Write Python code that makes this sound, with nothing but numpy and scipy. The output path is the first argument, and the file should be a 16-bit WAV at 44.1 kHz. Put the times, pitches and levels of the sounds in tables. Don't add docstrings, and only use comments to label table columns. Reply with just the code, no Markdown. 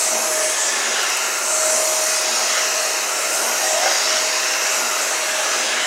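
import sys
import numpy as np
from scipy import signal
from scipy.fft import rfft, irfft, next_fast_len
from scipy.io import wavfile
from scipy.ndimage import uniform_filter1d, map_coordinates

SR = 44100
rng = np.random.default_rng(int(sys.argv[2]) if len(sys.argv) > 2 else 0)


def materialize(psi):
    bounded = np.clip(np.atleast_2d(psi).T, -1, 1)
    quanta = np.round(bounded * 32767).astype(np.int16)
    wavfile.write(sys.argv[1], SR, quanta)


N = 258426

# peak t/s, length/s, hum f/Hz, hum level/dB, roar level/dB
BRUSH_DIGS = [(0.172, 0.27, 226, -43.5, -37.5), (0.818, 0.57, 238.7, -51.5, -51),
              (1.742, 0.22, 238.3, -49, -40), (2.429, 0.44, 238.5, -52.5, -41),
              (3.47, .22, 238, -48, -34.5), (4.83, 0.17, 236.1, -46.5, -49), (5.66, 0.55, 239.7, -51, -56)]


def suction(gasp_rush_db=2.2, gasp_leak_db=1.8):
    # f/Hz, relative level/dB
    roar_spectrum = [(30, -80), (70, -60), (100, -45), (150, -33), (200, -17), (270, -15), (350, -4),
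                     (520, -2.5), (680, 1), (850, -0.5), (1100, -1.5), (1500, -23.5), (2500, -53)]
    rush_spectrum = [(700, -52), (1100, -5.5), (1350, 0), (1800, 0), (2100, 1.5), (2370, -3.5),
                     (2700, -4.5), (3050, -5.5), (3350, -20.5), (3650, -11), (3930, -1.5), (4300, -21),
                     (5000, -48)]
    leak_spectrum = [(2500, -49), (3050, 11.5), (3400, 12), (3900, 7.5), (4300, -7), (5200, -29)]
    digging = sum(amp(db) * swell(s, length) for s, length, _, _, db in BRUSH_DIGS)
    roar = (amp(flow_db("roar")) + digging) * air(roar_spectrum, patchy_db=1.26)
    rush = amp(flow_db("rush") + gasp_rush_db * gasp()) * air(rush_spectrum, patchy_db=1.35)
    leak = amp(flow_db("leak") + gasp_leak_db * gasp()) * air(leak_spectrum, patchy_db=2.3)
    return roar + rush + leak


def exhaust(vent_trim_db=-1, fizz_follow=.6):
    # f/Hz, relative level/dB
    filter_spectrum = [(3600, -62), (4100, -2.5), (4500, -3), (4900, -0.5), (5300, 1), (5800, -24),
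                       (6800, -28)]
    fizz_spectrum = [(8500, -50), (10300, 4.5), (11500, 8.5), (12500, 5), (14000, -0.5), (15800, -5)]
    jet_spectrum = [(5200, -61), (6500, -9), (7300, 6), (8200, 2), (9300, -1.5), (10500, -5.5),
                    (12000, -39), (16000, -40)]
    vent_spectrum = [(4500, -49), (5100, -17.5), (5500, -2.5), (6250, -0.5), (6900, -2), (7600, -17),
                     (9000, -19.5), (12000, -46)]
    # t/s, level before trim/dB
    vent_levels = [(0, -23.5), (.4, -24), (.62, -24.5), (.85, -25), (1.35, -25.5), (1.75, -22.5),
                   (2.2, -22.5), (2.42, -21), (2.8, -23), (3.1, -26), (3.35, -23.5), (3.72, -23.5),
                   (3.92, -21), (4.28, -22.5), (4.55, -24), (5.27, -26.5), (5.55, -23.5), (5.8, -29)]
    # start t/s, length/s, first f/Hz, last f/Hz, level/dB
    beams = [(-.08, 0.21, 8200, 7980, -24.5), (.17, 0.28, 11000, 10400, -34), (.37, 0.21, 9300, 8800, -30),
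             (.56, 0.16, 7170, 7170, -23.5), (1.43, 0.39, 7830, 7470, -24.5),
             (1.62, 0.63, 8820, 8880, -30.5), (1.78, 0.4, 11500, 12200, -38),
             (3.27, .24, 8120, 9160, -28.5), (3.45, 0.26, 11900, 12600, -39),
             (3.62, 0.16, 7510, 7400, -25.5), (4.6, .22, 7260, 7260, -28.5), (4.96, 0.23, 7400, 7090, -30)]
    vent_db = curves(vent_levels)[0]
    surge_db = vent_db - vent_db.mean()
    filter_hiss = amp(flow_db("filter") + surge_db) * air(filter_spectrum, patchy_db=1.95)
    fizz = amp(flow_db("fizz") + fizz_follow * surge_db) * air(fizz_spectrum, patchy_db=2.5)
    jets = amp(flow_db("jet")) * air(jet_spectrum, patchy_db=2.1) + blown_notes(beams, width_hz=810)
    vents = amp(vent_db + vent_trim_db) * air(vent_spectrum, patchy_db=1.97)
    return filter_hiss + vents + jets + fizz


def motor(shaft_hz=629.3, sag_hz=2.6, drift_hz=0.95, flutter_db=0.7, skirt_gain=0.29):
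    # t/s, level/dB
    whine_levels = [(0, -36), (.44, -25.5), (.67, -43), (.9, -44), (1.38, -37.5), (1.65, -25), (2.05, -31),
                    (2.35, -33.5), (2.85, -32), (3.02, -37), (3.55, -35), (3.72, -25), (3.93, -35),
                    (4.15, -29.5), (4.46, -36), (5.2, -34.5), (5.32, -32), (5.86, -38)]
    # shaft multiple, level/dB
    harmonics = [(2, -42), (4, -41.5), (7, -42.5)]
    hz = shaft_hz - sag_hz * stroke() + drift_hz * wobble(14)
    tone = unit(np.sin(turns(hz)) * amp(flutter_db * wobble(40)))
    skirt = skirt_gain * blown_tone(hz, width_hz=29)
    overtones = sum(amp(db) * blown_tone(k * hz, width_hz=5.6) for k, db in harmonics)
    return amp(curves(whine_levels)[0]) * (tone + skirt) + overtones


def nozzle_whistles():
    whistles = [(.3, 0.82, 1725, 1735, -33.5), (.66, 0.54, 402, 398, -41), (.94, 0.17, 1560, 1264, -29.5),
                (1.08, .69, 1383, 1380, -33), (2.25, 0.654, 1275, 1290, -36.5),
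                (2.52, .12, 1500, 1381, -30), (3.06, 0.55, 1330, 1457, -32), (3.56, 0.169, 1740, 1960, -31),
                (3.58, 0.198, 788, 707, -32), (4.6, 0.46, 1492, 1319, -31), (5.22, 0.64, 1666, 1691, -34),
                (5.41, .17, 1252, 1256, -29.5)]
    return blown_notes(whistles, width_hz=46)


def nozzle_hollow(rest_hz=2690, climb_hz=300):
    return amp(flow_db("hollow")) * blown_tone(rest_hz + climb_hz * gasp(), width_hz=154)


def nozzle_hoot(roughness=0.37):
    hoots = [(3.72, .21, 625, 833, -25)]
    out = np.zeros(N)
    for row in hoots:
        hz, gain = glide(*row)
        out += gain * unit(np.sin(turns(hz)) + roughness * blown_tone(hz, width_hz=92))
    return out


def head_bumps(clack_gain=0.47, clack_t60_s=0.023, scatter_db=1.9, attack_s=0.0012):
    # t/s, relative level/dB
    bumps = [(2.57, -28), (3.832, -27), (3.858, -19.5), (3.874, -23), (3.911, -24), (3.95, -26.5)]
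    # f/Hz, relative level/dB, t60/s
    modes = [(567, 1, 0.14), (668.5, 2.5, 0.088), (774, 1, 0.065), (1456, -10, 0.13), (1604, 0, .05),
             (2083, -5, 0.044)]
    # f/Hz, gain/dB
    radiation = [(60, -49), (200, -20), (500, -1.5), (3000, 10.5), (9000, -8), (16000, -17)]
    out, t = np.zeros(N + SR), np.arange(SR // 4) / SR
    attack = 1 - np.exp(-t / attack_s)
    for s, db in bumps:
        ring = np.zeros(len(t))
        for hz, mode_db, t60 in modes:
            decay = amp(mode_db + rng.normal(0, scatter_db) - 60 * t / t60)
            ring += decay * np.sin(2 * np.pi * (hz * t + rng.random()))
        clack = clack_gain * amp(-60 * t / clack_t60_s) * rng.standard_normal(len(t))
        out[round(s * SR):][:len(t)] += amp(db) * (ring + clack) * attack
    return coloured(out[:N], radiation)


def grit(trim_db=-3.0, t60_s=0.029):
    # t/s, relative level/dB
    ticks = [(1.0301, -16), (1.0917, -19.5), (1.1004, -19), (1.17, -13), (2.0921, -24), (2.142, -25),
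             (2.2137, -17), (2.6578, -28)]
    # f/Hz, gain/dB
    tube = [(3000, -29), (7000, 9), (13000, -6), (15800, -7)]
    out, t = np.zeros(N + SR), np.arange(SR // 10) / SR
    for s, db in ticks:
        out[round(s * SR):][:len(t)] += amp(db + trim_db - 60 * t / t60_s) * rng.standard_normal(len(t))
    return coloured(out[:N], tube)


def brush(free_hz=239, idle_db=-60, drift_hz=3, flutter_db=1.7):
    hz = free_hz + sum((dig_hz - free_hz) * swell(s, length) for s, length, dig_hz, _, _ in BRUSH_DIGS)
    gain = amp(idle_db) + sum(amp(db) * swell(s, length) for s, length, _, db, _ in BRUSH_DIGS)
    hum = np.sin(turns(hz + drift_hz * wobble(12)))
    return gain * unit(hum * amp(flutter_db * wobble(17)))


def walls(x, echo_gain=0.082, swing_s=.0012):
    shift_s = swing_s * stroke()
    delays_s = [.0042 - shift_s, .0085 - 2 * shift_s, .013 + shift_s]
    echoes = sum(map_coordinates(x, [np.arange(N) - s * SR], order=3, mode="mirror") for s in delays_s)
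    return (x + echo_gain * echoes) / np.sqrt(1 + len(delays_s) * echo_gain ** 2)


def stroke():
    # t/s, reach (0 pulled in, 1 pushed out)
    reaches = [(0, 0.73), (.35, 0.95), (.6, 0.72), (1.08, 0.19), (1.5, 0.74), (1.9, 0.8), (2.25, 0.45),
               (2.6, 0.25), (3, 0.51), (3.55, 0.98), (3.8, 0.87), (4.3, 0.26), (4.7, 0.49), (5.05, 0.79),
               (5.4, 0.7), (5.86, 0)]
    return uniform_filter1d(curves(reaches)[0], size=SR // 4)


def gasp(length_s=.22):
    gasps = [(.99, 0.92), (2.561, 0.96), (4.151, .8), (5.828, 0.98)]
    return sum(opening * swell(s, length_s) for s, opening in gasps)


def flow_db(name):
    flow_laws = {"roar": (-30, 1.8, 0, -0.5), "rush": (-27, -1, -0.5, -1.65),
                 "leak": (-37.5, -0.5, -3.5, -1.8), "hollow": (-34, -7, 1.2, -4),
                 "filter": (-30.5, -4, -1, -1.1), "jet": (-29.5, 2.5, 0, 2.1), "fizz": (-38.5, 7, 2, 0)}
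    # t/s, bearing (-1 left, 1 right)
    bearings = [(0, .9), (.5, 1), (1.1, -0.44), (1.6, 0.94), (2.05, 1), (2.6, -0.32), (3.2, 0.31),
                (3.9, -0.57), (5.86, -0.49)]
    mid_db, reach_db, push_db, bearing_db = flow_laws[name]
    reach = stroke()
    speed = np.gradient(reach) * SR
    return mid_db + reach_db * (reach - .5) + push_db * speed + bearing_db * curves(bearings)[0]


def air(spectrum, patchy_db):
    bins = signal.stft(rng.standard_normal(N), nperseg=1024)[2]
    patches = uniform_filter1d(rng.standard_normal(bins.shape), size=7, axis=0)
    patches = uniform_filter1d(patches, size=14, axis=1)
    noise = signal.istft(bins * amp(patchy_db * unit(patches)), nperseg=1024)[1][:N]
    return unit(coloured(noise, spectrum))


def blown_tone(hz, width_hz):
    drive = filtered(rng.standard_normal((2, N)), lambda f: 1 / np.cosh(np.minimum(f / width_hz, 20)))
    return unit(drive[0] * np.cos(turns(hz)) + drive[1] * np.sin(turns(hz)))


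def blown_notes(rows, width_hz):
    glides = (glide(*row) for row in rows)
    return sum(gain * blown_tone(hz, width_hz) for hz, gain in glides)


def glide(start_s, length_s, first_hz, last_hz, db, fade_s=0.066):
    t = np.arange(N) / SR - start_s
    edge = np.clip(np.minimum(t, length_s - t) / fade_s, 0, 1)
    return np.interp(t, [0, length_s], [first_hz, last_hz]), amp(db) * np.sin(np.pi / 2 * edge)


def swell(peak_s, length_s):
    return np.cos(np.pi * np.clip((np.arange(N) / SR - peak_s) / length_s, -.5, .5)) ** 2


def wobble(rate_hz):
    knots = rng.standard_normal(int(N * rate_hz / SR) + 4)
    return map_coordinates(knots, [np.arange(N) * rate_hz / SR])


def curves(rows):
    s, *columns = np.transpose(rows)
    return [np.interp(np.arange(N) / SR, s, column) for column in columns]


def coloured(x, spectrum):
    f, db = np.transpose(spectrum)
    return filtered(x, lambda hz: amp(np.interp(np.log(hz + 1), np.log(f), db)))


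def filtered(x, response):
    size = next_fast_len(N + SR // 2)
    return irfft(rfft(x, size) * response(np.fft.rfftfreq(size, 1 / SR)), size)[..., :N]


def turns(hz):
    return 2 * np.pi * np.cumsum(hz) / SR


def amp(db):
    return 10 ** (np.asarray(db) / 20)


def unit(x):
    return x / np.sqrt(np.mean(x ** 2) + 1e-20)


def scene():
    noises = walls(suction() + exhaust() + grit() + head_bumps())
    nozzle = nozzle_hollow() + nozzle_whistles() + nozzle_hoot()
    mono = noises + nozzle + motor() + brush()
    return np.array([mono, mono])


def record(dry, low_cut_hz=95, top_hz=15800):
    return filtered(dry, lambda hz: (hz < top_hz) * hz ** 2 / np.hypot(hz ** 2, low_cut_hz ** 2))


dry = scene()
out = record(dry)
materialize(out)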